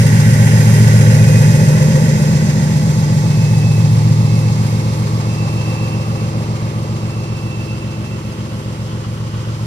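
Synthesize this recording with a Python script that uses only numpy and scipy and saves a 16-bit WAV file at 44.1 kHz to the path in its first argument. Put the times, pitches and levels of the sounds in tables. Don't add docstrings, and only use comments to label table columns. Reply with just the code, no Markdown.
import sys
import numpy as np
from scipy.fft import rfft, irfft, next_fast_len
from scipy.io import wavfile
from scipy.ndimage import map_coordinates

SR = 44100
rng = np.random.default_rng(int(sys.argv[2]) if len(sys.argv) > 2 else 0)


def put_to_file(sound):
    columns = np.atleast_2d(sound).T
    safe = np.clip(columns, -1, 1)
    whole_steps = np.round(safe * 32767)
    wavfile.write(sys.argv[1], SR, whole_steps.astype(np.int16))


N = 426006


def amp(db):
    return np.exp(np.asarray(db) * (np.log(10) / 20))


def unit(x):
    return x / np.sqrt(np.mean(x ** 2) + 1e-20)


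def along(hz, f, v):
    return np.interp(np.log(hz + 1), np.log(np.asarray(f) + 1), v)


def curves(rows):
    time_s, *columns = np.transpose(rows)
    return [np.interp(np.arange(N) / SR, time_s, column) for column in columns]


def wobble(rate):
    coarse = np.linspace(0, N, int(8 * N * rate / SR) + 2)
    knots = rng.standard_normal(int(N * rate / SR) + 4)
    smooth = map_coordinates(knots, [coarse * rate / SR])
    return np.interp(np.arange(N), coarse, smooth)


def filtered(x, response):
    m = next_fast_len(N + 8192, real=True)
    hz = np.fft.rfftfreq(m, 1 / SR)
    return irfft(rfft(x, m) * response(hz), m)[..., :N]


def band(hz, centre_hz, half_width_hz):
    return 1 / (1 + ((hz - centre_hz) / half_width_hz) ** 2)


# pitch_hz, left_minus_right_db
PORT_TILT = [(110, -4.9), (200, -3), (400, 2.5), (580, -1.5), (780, 0.5), (1200, -1.5), (2200, -4),
             (3500, -1.5), (5500, -5.5), (8000, -3), (11000, 0.5)]
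# pitch_hz, lead_rad
PORT_LEAD = [(0, 0), (300, .6), (860, 1.4), (1640, 3.9), (2500, 7.6), (5600, 18.8), (13700, 46.8)]


def port_gains(hz):
    level_ratio = amp(along(hz, *np.transpose(PORT_TILT)) / 2)
    half = level_ratio * np.exp(.5j * np.interp(hz, *np.transpose(PORT_LEAD)))
    return np.array([half, 1 / half])


# pitch_hz, likeness (held to 0-1 when used)
PORT_LIKENESS = [(100, 12), (300, 2.3), (550, 0.77), (1000, 0.76), (2000, 0.42), (4000, 0.59), (12000, 0)]


def radiate(direct, gate, spectrum, away):
    m = next_fast_len(N + 8192, real=True)
    hz = np.fft.rfftfreq(m, 1 / SR)
    alike = np.clip(along(hz, *np.transpose(PORT_LIKENESS)), 0, 1)
    scatter = rfft(rng.standard_normal((2, N)) * gate, m)
    source = rfft(unit(direct * gate), m)
    pair = (np.sqrt(alike) * source + np.sqrt(1 - alike) * scatter) * port_gains(hz)
    f, near_db, far_db = np.transpose(spectrum)
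    inside = (hz > f[0]) & (hz < f[-1])

    def coloured(db):
        return unit(irfft(pair * inside * amp(along(hz, f, db)), m)[:, :N])

    near, far = coloured(near_db), coloured(far_db)
    away = np.clip(away, 0, 1)
    return (1 - away) * near + away * far


SPEED_M_PER_S = 1.8


def passing(level_db, abreast_s, distance_m):
    travelled_m = SPEED_M_PER_S * (np.arange(N) / SR - abreast_s)
    return level_db - 10 * np.log10(1 + (travelled_m / distance_m) ** 2)


def lobes(crest_s, period_s, depth_db):
    return depth_db * np.cos(2 * np.pi * (np.arange(N) / SR - crest_s) / period_s)


PART_PASSES = {"rumble": (-24, -.2, 5.8), "growl": (-19, 0.86, 3.49), "clatter": (-32.5, 2.4, 6),
               "hood": (-37, 3.4, 1.24), "whine": (-46, 4.2, 2.2), "blower": (-26.5, 0.12, 2.38),
               "hiss": (-28, 1, 2.91), "fizz": (-33.5, 0.87, 1.82), "rear bogie": (-39.5, 9.34, 3.3),
               "front whine": (-41.5, 1.86, 1.3), "fan hum": (-52, 7.4, 4),
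               "blower whine": (-43.5, 0.61, 2.3)}
PART_LOBES = {"rumble": (3.7, 6.4, 0.67), "growl": (2.5, 1.99, 1), "clatter": (0.65, 5.34, 2.3),
              "blower": (1.3, 4.5, 1), "hiss": (5.03, 6, 0.88), "fizz": (4.9, 5.2, 1),
              "whine": (4.74, 1.8, 2.5)}
FOLLOWING_NOSE = {"blower": (-38, 11, 0.28), "hiss": (-44.5, 9.7, 0.38), "fizz": (-52, 9.85, 0.31)}


def level(part):
    db = passing(*PART_PASSES[part])
    if part in PART_LOBES:
        db = db + lobes(*PART_LOBES[part])
    if part in FOLLOWING_NOSE:
        nose_db = passing(*FOLLOWING_NOSE[part])
        db = 20 * np.log10(np.hypot(amp(db), amp(nose_db)))
    return db


# time_s, rate_hz
ENGINE_CYCLE = [(0, 7.404), (1, 7.402), (3.1, 7.39), (5.7, 7.385), (8.3, 7.364), (9.66, 7.36)]


def repeating(cycle, share):
    size = round(SR / ENGINE_CYCLE[0][1])
    pattern = rng.standard_normal(size)[(cycle % 1 * size).astype(int)]
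    share = np.clip(share, 0, 1)
    return np.sqrt(share) * pattern + np.sqrt(1 - share) * rng.standard_normal(N)


def stroke(cycle, at, width):
    distance = (cycle - at + .5) % 1 - .5
    return np.exp(-.5 * (distance / width) ** 2)


# place in the cycle (0-1), thump_db (low), bark_db (sharp)
CYLINDER_FIRINGS = [(.046, -12, -9), (.106, -4, -7), (.189, -10, -13), (.284, -8, -6), (.372, -2, -10),
                    (.433, -10, -12), (.53, -12, -12), (.628, 0, -9), (.716, -9, -11), (.78, -10, -8),
                    (.833, -11, -12), (.969, -1, 0)]
STAGE_TIMES = [1.5, 4.2, 7.2]


def engine_lines(cycle, rows, firing_db, resonances, waver_db, drift):
    t = np.arange(N) / SR
    places = np.transpose(CYLINDER_FIRINGS)[0]
    lines, power = np.zeros(N), np.zeros(N)
    for order, *stage_db in rows:
        size = amp(np.interp(t, STAGE_TIMES, stage_db) + waver_db * wobble(1.49))
        push = np.sum(amp(firing_db) * np.exp(-2j * np.pi * order * places))
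        line_hz = order * ENGINE_CYCLE[0][1]
        lag = sum(np.arctan((line_hz - hz) / width) for hz, width in resonances)
        phase = 2 * np.pi * order * cycle + np.angle(push) - lag + drift * wobble(1.2)
        lines += size * np.cos(phase)
        power += size ** 2 / 2
    return lines / np.sqrt(power)


# time_s, boom_db, drone_db
EXHAUST_COURSE = [(0.0, -12.5, -11.5), (0.9, -8.5, -11.5), (1.45, -11.5, -9), (2.1, -34, -11),
                  (2.5, -28, -13), (3.05, -20, -13), (3.5, -14.5, -13), (4.1, -12, -13.5),
                  (4.9, -18, -19.5), (7.3, -23.5, -24.5), (8.3, -28, -28), (9.66, -22.5, -25.5)]
REGISTER_BORDERS = [40, 100, 115, 180, 275]
# multiple of the cycle, alongside_db, drawing_away_db, far_db
EXHAUST_LINES = [(6, -41, -47, -47), (8, -54, -49, -52), (9, -44, -41, -41), (10, -42, -39, -42),
                 (11, -36, -38, -40), (12, -27, -30, -37), (13, -29, -33, -42), (14, -33, -44, -43),
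                 (15, -13, -15, -24), (16, -20, -25, -29.5), (17, -26, -34, -43), (18, -23, -28, -36),
                 (19, -23, -28, -38), (20, -16, -20, -36), (21, -17, -20, -31), (22, -20, -23, -34),
                 (23, -31, -34, -44), (24, -37, -40, -53), (25, -32, -36, -42), (26, -36, -40, -47),
                 (27, -27, -30, -40), (28, -23, -28, -34), (29, -33, -38, -43), (30, -32, -40, -43),
                 (31, -36, -45, -49), (32, -36, -45, -47), (33, -44, -43, -47), (34, -38, -39, -51),
                 (35, -45, -42, -55), (36, -39, -50, -46)]
# pitch_hz, half_width_hz
SILENCER_RESONANCES = [(129, 15), (173, 4), (200, 15)]


def exhaust(cycle, turbulence_db):
    out = np.zeros(N)
    thump_db = np.transpose(CYLINDER_FIRINGS)[1]
    registers_db = [level("rumble"), *curves(EXHAUST_COURSE), level("growl")]
    borders = zip(REGISTER_BORDERS, REGISTER_BORDERS[1:])
    for (lo, hi), level_db, rough_db in zip(borders, registers_db, turbulence_db):
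        rows = [row for row in EXHAUST_LINES if lo < row[0] * ENGINE_CYCLE[0][1] < hi]
        lines = engine_lines(cycle, rows, thump_db, SILENCER_RESONANCES, waver_db=.8, drift=.08)
        gas = filtered(rng.standard_normal(N), lambda hz: 1 / (1 + (lo / (hz + 1)) ** 6 + (hz / hi) ** 12))
        out += amp(level_db) * (lines + amp(rough_db) * unit(gas))
    return filtered(out, lambda hz: np.exp(1j * np.pi * hz * .00036 * np.array([[1], [-1]])))


# time_s, level_db, away (0 alongside, 1 far)
BARK_FADE = [(0, -27.5, 0), (1, -25, 0.061), (2, -24, 0), (2.6, -29.5, 1), (3.5, -30.5, 0.99),
             (4.5, -30.5, 0.6), (5.8, -29.5, 0.66), (7.3, -32.5, 0.91), (8.2, -34, 1), (9.66, -36, 0.92)]
# pitch_hz, alongside_db, far_db
BARK_SPECTRUM = [(255, -40, -36), (290, -42, -3), (346, -1, -1), (370, -4.5, -6), (394, -1, -2),
                 (445, -1, -7.5), (481, -1, -6.5), (542, 7.5, -3), (543, -2.5, -4.5), (592, 1.5, -5.5),
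                 (669, -12, -7.5), (703, -26, -14), (800, -40, -40)]
# multiple of the cycle, alongside_db, drawing_away_db, far_db
SILENCER_LINES = [(37, -47, -51, -49), (42, -52, -48, -51), (43, -47, -46, -51), (44, -47, -41.5, -41.5),
                  (45, -46, -53, -57), (46, -47, -49, -43), (47, -46, -53, -47), (48, -45, -50, -57),
                  (51, -46, -54, -57), (52, -45, -52, -58), (53, -36.5, -44, -47.5), (55, -46, -46, -56),
                  (56, -41, -46, -49), (58, -49, -50, -57), (59, -41, -48, -49), (60, -43, -52, -58),
                  (61, -50, -50, -56), (63, -44, -55, -53), (65, -45, -53, -57), (66, -46, -52, -52),
                  (67, -45, -52, -55), (68, -39, -45, -47), (69, -41, -53, -55), (70, -40, -47, -49),
                  (71, -34.5, -42, -43), (72, -43, -48, -53), (73, -46, -55, -52), (77, -44, -54, -58),
                  (78, -41, -49, -52), (80, -40, -49, -52), (81, -47, -58, -60), (82, -48, -55, -57),
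                  (83, -49, -56, -56)]


def bark(cycle, depth, lines_db, puffs_db, crack_db):
    level_db, away = curves(BARK_FADE)
    places, _, firing_db = np.transpose(CYLINDER_FIRINGS)
    cracks, puffs = np.zeros(N), np.zeros(N)
    for place, size in zip(places, amp(firing_db)):
        cracks[1:] += size * np.diff(np.floor(cycle - place))
        puffs += size * stroke(cycle, place, .012)
    cracks = unit(cracks * amp(1.5 * wobble(40)))
    gate = unit(1 + depth * puffs)
    source = amp(crack_db) * cracks + repeating(cycle, share=0.13)
    gas = radiate(source, gate, BARK_SPECTRUM, away)
    lines = engine_lines(cycle, SILENCER_LINES, firing_db, [], waver_db=2.0, drift=.35)
    ring = filtered(lines, port_gains)
    return amp(level_db) * (amp(puffs_db) * gas + amp(lines_db) * ring)


# multiple of the cycle, alongside_db, drawing_away_db, far_db
DRIVE_HUMS = [(24.5, -39, -43, -54), (30.75, -35, -39, -44), (42.2, -52, -51, -46), (53.5, -56, -54, -47)]


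def drives(cycle):
    t, hum = np.arange(N) / SR, np.zeros(N)
    for ratio, *stage_db in DRIVE_HUMS:
        size = amp(np.interp(t, STAGE_TIMES, stage_db) + 1.5 * wobble(1.2))
        hum += size * np.sin(2 * np.pi * ratio * cycle + .4 * wobble(1.2))
    return np.sqrt(2) * filtered(hum, port_gains)


# pitch_hz, alongside_db, far_db
BLOWER_SPECTRUM = [(1188, -40, -40), (1395, -23, 15.5), (1425, 4, -11), (1555, 6.5, 7.5), (1600, 1.5, 3),
                   (1810, 3.5, 4), (1890, 8.5, -2), (2090, 1, 3), (2450, -4.5, 4), (2750, 0.5, 6.5),
                   (2970, -8.5, 0), (3170, -1, 6), (3560, -44, -40)]
HISS_SPECTRUM = [(2830, -42, -40), (3240, -3, 3), (3700, -5.5, 2.5), (4330, -5, 5), (4600, -5, 6.5),
                 (4980, 4, 5.5), (5100, -3.5, 3.5), (5430, -1, 4), (5800, -1, 0), (6500, 2, 0),
                 (6880, -4, -0.5), (7300, -2, -5.5), (8240, -7.5, -2.5), (9500, -42, -40)]
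FIZZ_SPECTRUM = [(7440, -40, -40), (8280, 1, 1.5), (9500, -0.5, 2), (10300, -3.5, 0), (12200, -4, -4),
                 (13000, -6.5, -4), (13800, -19, -3), (15456, -40, -40)]


def blowers(cycle, away, blower_db, hiss_db, fizz_db, chuff):
    chuffs = stroke(cycle, 0.51, 0.059) + 0.29 * stroke(cycle, 0.21, 0.078)
    gate = unit(1 + chuff * chuffs)
    rasp_db = 1.1 * wobble(70)
    rush_level = amp(blower_db + 0.48 * wobble(9) + rasp_db)
    rush = rush_level * radiate(repeating(cycle, 0.14), gate, BLOWER_SPECTRUM, away)
    hiss = amp(hiss_db + 0.35 * wobble(15)) * radiate(rng.standard_normal(N), gate, HISS_SPECTRUM, away)
    fizz = amp(fizz_db + 0.92 * wobble(13)) * radiate(rng.standard_normal(N), gate, FIZZ_SPECTRUM, away)
    return rush + hiss + fizz


# part, pitch_hz, half_width_hz
BLADE_TONES = [("front whine", 1970, 11), ("whine", 2166, 25), ("fan hum", 880, 3),
               ("blower whine", 2000, 6)]


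def whine(part, pitch_hz, half_width_hz):
    noise = rng.standard_normal((2, N))
    tone = filtered(noise, lambda hz: band(hz, pitch_hz, half_width_hz) * port_gains(hz))
    return amp(level(part) + 0.46 * wobble(6.5)) * unit(tone)


# time_s, pitch_hz (centre of the fluttering blade tone)
TURBO_PITCH = [(0.0, 2425), (1.2, 2499), (1.55, 2517), (3.75, 2609), (4.9, 2646), (5.45, 2662), (5.8, 2666),
               (9.66, 2669)]
# time_s, level_db
TURBO_SWELLS = [(0, -56), (.7, -44), (.9, -53), (1.05, -43), (1.3, -35.5), (1.7, -41), (2.0, -44),
                (2.35, -46), (3.0, -54), (3.35, -41.5), (3.72, -36), (4.0, -47.5), (4.35, -40.5),
                (4.72, -52), (4.88, -44), (5.08, -58), (5.35, -39.5), (5.8, -35), (6.3, -46), (6.65, -53),
                (7.3, -41.5), (7.65, -38.5), (8.1, -44.5), (8.8, -56), (9.2, -65)]


def turbo(flicker_db, haze_db):
    pitch_hz = curves(TURBO_PITCH)[0] + 3.5 * wobble(90)
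    phase = 2 * np.pi * np.cumsum(pitch_hz) / SR
    haze = np.array([wobble(130) * np.cos(phase) + wobble(130) * np.sin(phase) for port in "LR"])
    tone = unit(np.sin(phase) * amp(flicker_db * wobble(45)) + amp(haze_db) * haze)
    port_balance = amp([[-1], [1]])
    return amp(curves(TURBO_SWELLS)[0]) * port_balance * filtered(tone, port_gains)


# pitch_hz, alongside_db, far_db
CLATTER_SPECTRUM = [(593, -41, -38), (668, 2.5, -19), (726, -2, -0.5), (807, 7.5, 0), (900, 8, -2.5),
                    (1010, 4, 0.5), (1184, 1.5, 4), (1290, -8, -3), (1355, 7.5, -15), (1570, -40, -43)]


def clatter(cycle, away, level_db, knock):
    knocks = stroke(cycle, .52, .03) + .5 * stroke(cycle, .15, .025) + .45 * stroke(cycle, .86, .02)
    gate = unit(1 + knock * knocks)
    uneven_db = .4 * wobble(12)
    return amp(level_db + uneven_db) * radiate(repeating(cycle, 0.13), gate, CLATTER_SPECTRUM, away)


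def hood(cycle, pitch_hz, half_width_hz):
    vibration = repeating(cycle, share=0.14)
    ring = filtered(vibration, lambda hz: band(hz, pitch_hz, half_width_hz) * port_gains(hz))
    return amp(level("hood")) * unit(ring)


# pitch_hz, half_width_hz, level_db (relative)
WHEEL_RINGING = [(1056, 134, 8.5), (1336, 59, 6), (1500, 75, 1.5), (1890, 100, -4), (3020, 440, 2.5),
                 (4250, 500, -29)]


def wheels(swell_db, grit_db):
    def ringing(hz):
        return sum(amp(db) * band(hz, centre, width) for centre, width, db in WHEEL_RINGING)

    tread = rng.standard_normal((2, N)) * amp(grit_db * wobble(70))
    return amp(level("rear bogie") + swell_db * wobble(11)) * unit(filtered(tread, ringing))


# time_s, away (0 alongside, 1 far)
DRAWING_AWAY = [(2.1, 0.041), (4.2, 0.63), (6.5, 0.78), (9.66, 0.63)]


def scene():
    cycle = np.cumsum(curves(ENGINE_CYCLE)[0]) / SR
    away, = curves(DRAWING_AWAY)
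    return (exhaust(cycle, turbulence_db=[-13.5, -29, -13.5, -10.5])
            + bark(cycle, depth=0.21, lines_db=-2.5, puffs_db=-3.5, crack_db=-16.0)
            + drives(cycle)
            + blowers(cycle, away, level("blower"), level("hiss"), level("fizz"), chuff=0.29)
            + sum(whine(*row) for row in BLADE_TONES)
            + turbo(flicker_db=2.0, haze_db=-10)
            + clatter(cycle, away, level("clatter"), knock=0.52)
            + hood(cycle, pitch_hz=855, half_width_hz=50)
            + wheels(swell_db=0.5, grit_db=2.2))


TOP_HZ = 14200


def record(dry):
    rounded = dry / (1 + np.abs(dry) ** 12) ** (1 / 12)
    return filtered(rounded, lambda hz: hz < TOP_HZ)


dry = scene()
out = record(dry)
put_to_file(out)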